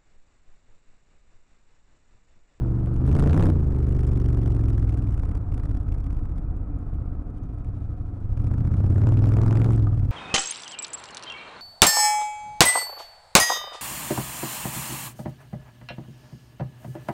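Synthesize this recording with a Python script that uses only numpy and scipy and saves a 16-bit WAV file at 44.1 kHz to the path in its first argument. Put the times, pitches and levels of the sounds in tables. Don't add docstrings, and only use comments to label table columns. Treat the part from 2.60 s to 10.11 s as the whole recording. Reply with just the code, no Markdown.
import sys
import numpy as np
from scipy import signal
from scipy.fft import rfft, irfft, next_fast_len
from scipy.io import wavfile
from scipy.ndimage import uniform_filter1d

SR = 44100
rng = np.random.default_rng(int(sys.argv[2]) if len(sys.argv) > 2 else 0)


def file_out(sig):
    cols = np.atleast_2d(sig).T
    lim = np.clip(cols, -1, 1)
    pcm = np.round(lim * 32767).astype(np.int16)
    wavfile.write(sys.argv[1], SR, pcm)


N = 331191
T = np.arange(N) / SR

START_TURN, SECOND_CYLINDER = -.44, 3 / 8
CRACKED = 0.074
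PULLING = (0.22, 0.44)

# time in seconds, level in dB.
BOOM_LEVEL = [(0, -26), (.38, -28.5), (.47, -20), (.9, -21), (1.1, -32), (1.9, -28), (2.38, -27.5),
              (2.7, -39), (3.1, -35.5), (4.05, -44), (4.3, -35), (4.7, -41), (5.2, -30), (5.5, -34.5),
              (5.8, -25.5), (6.45, -15.5), (7.1, -19), (7.51, -23)]
# frequency in Hz, relative level in dB.
MIDRANGE_SPECTRUM = [(150, 5.5), (300, 9.5), (420, 14), (560, 9), (740, 6.5), (900, 4), (1350, 2),
                     (1550, -4.5), (1950, -14), (2400, -18.5), (2900, -30), (4500, -62.5), (9500, -32.5),
                     (12000, -65)]
# frequency in Hz, relative level in dB.
PEBBLE_SPECTRUM = [(800, -5.5), (2000, 7), (3400, -0.5), (4500, -6.5), (6000, -5), (9500, -2.5),
                   (12000, -16.5), (15500, -18)]


def amp(db):
    return 10 ** (np.asarray(db) / 20)


def bell(x, width):
    return np.exp(-.5 * (x / width) ** 2)


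def swell(at_s, width_s, db):
    return amp(db * bell(T - at_s, width_s))


def curve(rows):
    return np.interp(T, *np.transpose(rows))


def evened(x):
    return x / np.sqrt(np.mean(x ** 2) + 1e-20)


def steadied(x, size=7000):
    return x / np.sqrt(abs(uniform_filter1d(uniform_filter1d(x ** 2, size), size)) + 1e-12)


def coloured(x, spectrum):
    hz, db = np.transpose(spectrum)
    size = next_fast_len(N + 4096)
    gain = amp(np.interp(np.log(np.fft.rfftfreq(size, 1 / SR) + 1), np.log(hz), db))
    return irfft(rfft(x, size) * gain, size)[:N]


def noise(spectrum):
    return evened(coloured(rng.standard_normal(N), spectrum))


def resonate(x, modes):
    return sum(amp(db) * signal.lfilter(*signal.iirpeak(hz, hz / width, SR), x)
               for hz, width, db in modes)


def controls():
    # time in seconds, four-stroke cycles per second.
    revs = [(0, 23.65), (.39, 23.49), (.43, 26.07), (.73, 28.65), (.81, 33.74), (1.05, 25.26),
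            (1.93, 22.55), (2.34, 20.07), (2.45, 20.4), (2.71, 16.32), (2.85, 17.99), (3.36, 16.93),
            (3.53, 15.76), (4.39, 15.8), (4.72, 12.77), (5.74, 12.51), (5.8, 14.36), (6.03, 14.73),
            (6.42, 17.8), (6.46, 19.25), (7.11, 22.81), (7.51, 16.6)]
    # time in seconds, opening 0-1.
    grip = [(0, .01), (.45, 0), (.58, 0.79), (.86, 0.89), (.92, .03), (1.12, .05), (1.23, 0.06),
            (2.3, 0.21), (3.35, 0.1), (3.9, 0.02), (5.69, 0), (5.79, 0.31), (6.3, 0.53), (6.48, 0.87),
            (7.05, 0.99), (7.27, 0.03), (7.51, 0.1)]
    # centre in seconds, half length in seconds, change of opening.
    bumps = [(2.438, 0.071, -.14), (2.737, 0.057, 0.15), (2.836, 0.047, -.22), (3.238, 0.025, -.14),
             (3.524, 0.083, 0), (3.799, 0.0083, 0.23), (6.459, .035, .15), (6.6, .05, -.18),
             (7.17, .05, -.12)]
    jolts = sum(change * bell(T - at, half) for at, half, change in bumps)
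    return curve(revs), np.clip(curve(grip) + jolts, 0, 1)


def loudness(speed, throttle, db, octave, cracked, full):
    return amp(db + octave * np.log2(speed / 20) + cracked * np.tanh(throttle / CRACKED)
               + full * throttle)


def pull(throttle):
    return np.interp(throttle, PULLING, (0, 1))


def unevenness(speed, throttle):
    idle_speed, firm_opening = 11.6, 0.33
    return 0.083 + 0.44 * np.exp(-(speed - idle_speed) / 4.5 - (throttle / firm_opening) ** 2)


def crank_turns(speed):
    return START_TURN + np.cumsum(speed) / SR


def strokes(speed, throttle):
    turns, rough = crank_turns(speed), unevenness(speed, throttle)
    cylinders = []
    for offset in (0, SECOND_CYLINDER):
        nearest = np.round(turns - offset)
        late, strong, accent = rng.standard_normal((256, 3))[nearest.astype(int) + 2].T
        angle = turns - offset - nearest - 0.046 * rough * late
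        cylinders.append((angle, amp(6.4 * rough * strong), accent))
    return cylinders


def gulps(cylinders, width, lag, second_db):
    return sum(-amp(db) * strength * (angle - lag) / width * bell(angle - lag, width)
               for (angle, strength, _), db in zip(cylinders, (0, second_db)))


def beats(cylinders, throttle, scatter_db=1.8, second_db=-1):
    return [(angle, amp(scatter_db * accent + db * throttle))
            for (angle, _, accent), db in zip(cylinders, (0, second_db))]


def intake_thump(cylinders, speed, throttle):
    pulling = pull(throttle)
    pressure = gulps(cylinders, width=.06 - 0.016 * pulling, lag=0.0017 + 0.0085 * pulling, second_db=.1)
    return steadied(pressure) * loudness(speed, throttle, db=-30, octave=9, cracked=9, full=-8)


def airbox_boom(cylinders, throttle):
    # frequency in Hz, width in Hz, relative level in dB.
    airbox = [(110.5, 26.4, 0)]
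    pressure = gulps(cylinders, width=0.038, lag=0.0078 + 0.011 * pull(throttle), second_db=-1)
    return steadied(resonate(pressure, airbox)) * amp(curve(BOOM_LEVEL))


def pipe_bark(cylinders, speed, throttle):
    # frequency in Hz, width in Hz, relative level in dB.
    pipes = [(185, 16, -11.5), (250, 30, 6), (274.6, 56, 11), (317.7, 44, 6), (400, 33, -18)]
    clean = steadied(resonate(gulps(cylinders, width=0.0057, lag=0.017, second_db=-2), pipes))
    gate = sum(bell(angle - .05, 0.15) for angle, _, _ in cylinders)
    turbulent = steadied(resonate((0.29 + gate) * rng.standard_normal(N), pipes))
    bark = steadied(clean + (0.35 + 0.96 * unevenness(speed, throttle)) * turbulent)
    follow = amp(.45 * (curve(BOOM_LEVEL) + 26.5))
    return bark * follow * loudness(speed, throttle, db=-48, octave=7, cracked=2, full=1)


def engine_note(speed, throttle):
    # multiple of the cycle rate, then relative dB with the throttle shut, trailing, pulling.
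    harmonics = [(7, -45, -39, -48), (8, -38, -38, -31), (9, -54, -45, -37), (10, -51, -47, -41),
                 (11, -47, -42, -35), (12, -49, -42, -41), (13, -53, -44, -41), (14, -42, -50, -39),
                 (15, -58, -44, -47), (16, -58, -42, -42), (17, -60, -52, -43), (18, -58, -48, -54),
                 (19, -54, -55, -48), (21, -61, -58, -55)]
    turns = crank_turns(speed) - .2
    drawing, pulling = np.tanh((throttle / CRACKED) ** 2), pull(throttle)
    brisk = np.interp(speed, (18, 21.5), (.1, 1))
    shares = np.array([brisk * (1 - drawing), brisk * drawing * (1 - pulling), pulling])
    tone = np.zeros(N)
    for order, *db in harmonics:
        pair_phase = np.angle(1 + np.exp(-2j * np.pi * order * SECOND_CYLINDER))
        tone += amp(db) @ shares * np.cos(2 * np.pi * order * turns + pair_phase)
    return np.sqrt(2) * tone * loudness(speed, throttle, db=1.5, octave=2.5, cracked=-3, full=0.5)


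def pipe_singing(speed, throttle):
    # frequency in Hz, width in Hz, relative level in dB.
    mode = [(327, 12, 0)]
    tone = steadied(resonate(resonate(rng.standard_normal(N), mode), mode), size=3000)
    gain = loudness(speed, throttle, db=-50, octave=11, cracked=-12.5, full=10.5)
    return tone * gain * swell(at_s=0.89, width_s=0.06, db=23)


def intake_hiss(cylinders, speed, throttle):
    # frequency in Hz, relative level in dB.
    hiss_spectrum = [(300, -7), (1200, 9), (2000, 5.5), (2700, 2.5), (4000, -7), (5600, -4), (6800, -10),
                     (9500, -6.5), (11500, -20), (15500, -27.5)]
    snap_spectrum = [(200, 0.5), (1200, 17.5), (2400, 7), (4000, -0.5), (7000, -3), (9500, -10.5),
                     (12000, -18), (15500, -18)]
    load = np.clip(throttle, 0, .94)
    lag = .06 - 0.0021 * speed
    pulses = beats(cylinders, throttle)
    puff = sum(size * bell(angle + .004 - .04 * load, 0.034 - 0.012 * load) for angle, size in pulses)
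    crack = sum(size * (bell(angle - lag, 0.014) + 0.15 * bell(angle - lag - .11, 0.0077))
                for angle, size in pulses)
    hiss = np.sqrt(1 - load) * steadied(puff * noise(hiss_spectrum))
    snap = load * steadied(crack * noise(snap_spectrum))
    drawing = np.tanh((throttle / CRACKED) ** 2)
    gain = loudness(speed, throttle, db=-59.5, octave=11.5, cracked=0.5, full=9)
    return gain * drawing * (hiss + amp(1.5) * snap)


def chuff(cylinders, speed, throttle):
    lag, rise, fade = 0.023, .008, 0.043
    burst = sum(size * np.where(angle < lag, bell(angle - lag, rise), np.exp(-(angle - lag) / fade))
                for angle, size in beats(cylinders, throttle))
    opened = np.interp(throttle, (0, PULLING[1]), (0, 1))
    gain = loudness(speed, throttle, db=-51, octave=1, cracked=3.5, full=3.5)
    return steadied(burst * noise(MIDRANGE_SPECTRUM)) * gain * opened


def tyre_crunch(cylinders, speed, throttle, grains_per_s=500):
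    grains = (rng.random(N) < grains_per_s / SR) * rng.standard_normal(N)
    grains *= amp(2.4 * np.minimum(rng.exponential(1, N), 4))
    throb = 1 + (0.49 + 1.4 * throttle) * sum(bell(angle - .03, 0.06) for angle, _, _ in cylinders)
    crunch = evened(throb * noise(MIDRANGE_SPECTRUM)) + .5 * evened(coloured(grains, MIDRANGE_SPECTRUM))
    return crunch * loudness(speed, throttle, db=-49, octave=7, cracked=-1, full=10.5)


def frame_ring():
    # frequency in Hz, width in Hz, relative level in dB.
    modes = [(718.3, 39, 3), (1277, 65, -5), (2415, 85, -27.5)]
    shaking = resonate(rng.standard_normal(N), [(hz, width, 0) for hz, width, _ in modes])
    return amp(-61) * evened(resonate(shaking, modes))


def pebble_ticks(speed, throttle, ticks_per_s=250, decay_s=0.00079):
    ticks = (rng.random(N) < ticks_per_s / SR) * amp(14 * np.minimum(rng.exponential(1, N), 4))
    scrapes = signal.lfilter([1], [1, -np.exp(-1 / (decay_s * SR))], ticks) * rng.standard_normal(N)
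    grit = evened(coloured(scrapes, PEBBLE_SPECTRUM)) + 0.72 * noise(PEBBLE_SPECTRUM)
    return grit * loudness(speed, throttle, db=-77, octave=14.5, cracked=-0.5, full=14.5)


def wind_rumble(speed, throttle):
    # frequency in Hz, relative level in dB.
    spectrum = [(10, -18.5), (22, 11), (40, -2.5), (75, 5), (115, -5.5), (165, -5.5), (210, -12.5),
                (290, -7), (370, -26.5), (600, -47), (2000, -90.5)]
    gain = loudness(speed, throttle, db=-30.5, octave=4.5, cracked=1, full=5)
    return noise(spectrum) * gain * swell(at_s=0.57, width_s=0.2, db=6.3)


def stone_knocks(scrape_s=0.0016):
    # start in seconds, relative peak level in dB.
    hits = [(0.272, -34), (0.415, -41.5), (0.461, -45), (4.839, -51), (7.27, -28), (7.328, -39)]
    # frequency in Hz, relative level in dB, seconds to fall by 60 dB.
    chassis = [(560, 11, 0.047), (730, 15.5, 0.033), (980, 12, 0.027), (1220, 20, 0.046), (1420, 2, .03),
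               (1680, -8.5, .02), (2350, -23, .02)]
    t, knocks = np.arange(4000) / SR, np.zeros(N)
    ring = sum(amp(db - 60 * t / t60) * np.sin(2 * np.pi * hz * t) for hz, db, t60 in chassis)
    for start, db in hits:
        scrape = rng.standard_normal(len(t)) * np.exp(-t / scrape_s)
        knock = signal.fftconvolve(ring, scrape)[:len(t)]
        slot = knocks[round(start * SR):][:len(t)]
        slot += amp(db + 2.5) * knock[:len(slot)] / abs(knock).max()
    return knocks


def pebble_flicks(decay_s=0.0031):
    # start in seconds, level in dB, pitch of the clink in Hz.
    flicks = [(3.78, -49, 2100), (4.188, -59, 7000), (4.782, -59, 3060), (4.836, -58, 6400),
              (5.046, -53, 2380)]
    scrape, clicks = 0.46 * noise(PEBBLE_SPECTRUM), np.zeros(N)
    for start, db, hz in flicks:
        envelope = (T >= start) * np.exp(-abs(T - start) / decay_s)
        clink = .5 * np.sin(2 * np.pi * hz * (T - start))
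        clicks += amp(db) * envelope * (scrape + clink)
    return clicks


def scene():
    drive = speed, throttle = controls()
    cylinders = strokes(*drive)
    motor = intake_thump(cylinders, *drive) + airbox_boom(cylinders, throttle)
    motor += pipe_bark(cylinders, *drive) + engine_note(*drive) + pipe_singing(*drive)
    motor += intake_hiss(cylinders, *drive) + chuff(cylinders, *drive)
    track = tyre_crunch(cylinders, *drive) + frame_ring()
    track += pebble_ticks(*drive) + pebble_flicks() + stone_knocks()
    return (motor + track + wind_rumble(*drive))[None]


def record(dry):
    ceiling, knee, cutoff_hz = .246, 4, 15850
    limited = dry / (1 + abs(dry / ceiling) ** knee) ** (1 / knee)
    lowpass = signal.firwin(511, cutoff_hz, window=("kaiser", 9), fs=SR)
    return signal.oaconvolve(limited, lowpass[None], "same")


dry = scene()
out = record(dry)
file_out(out)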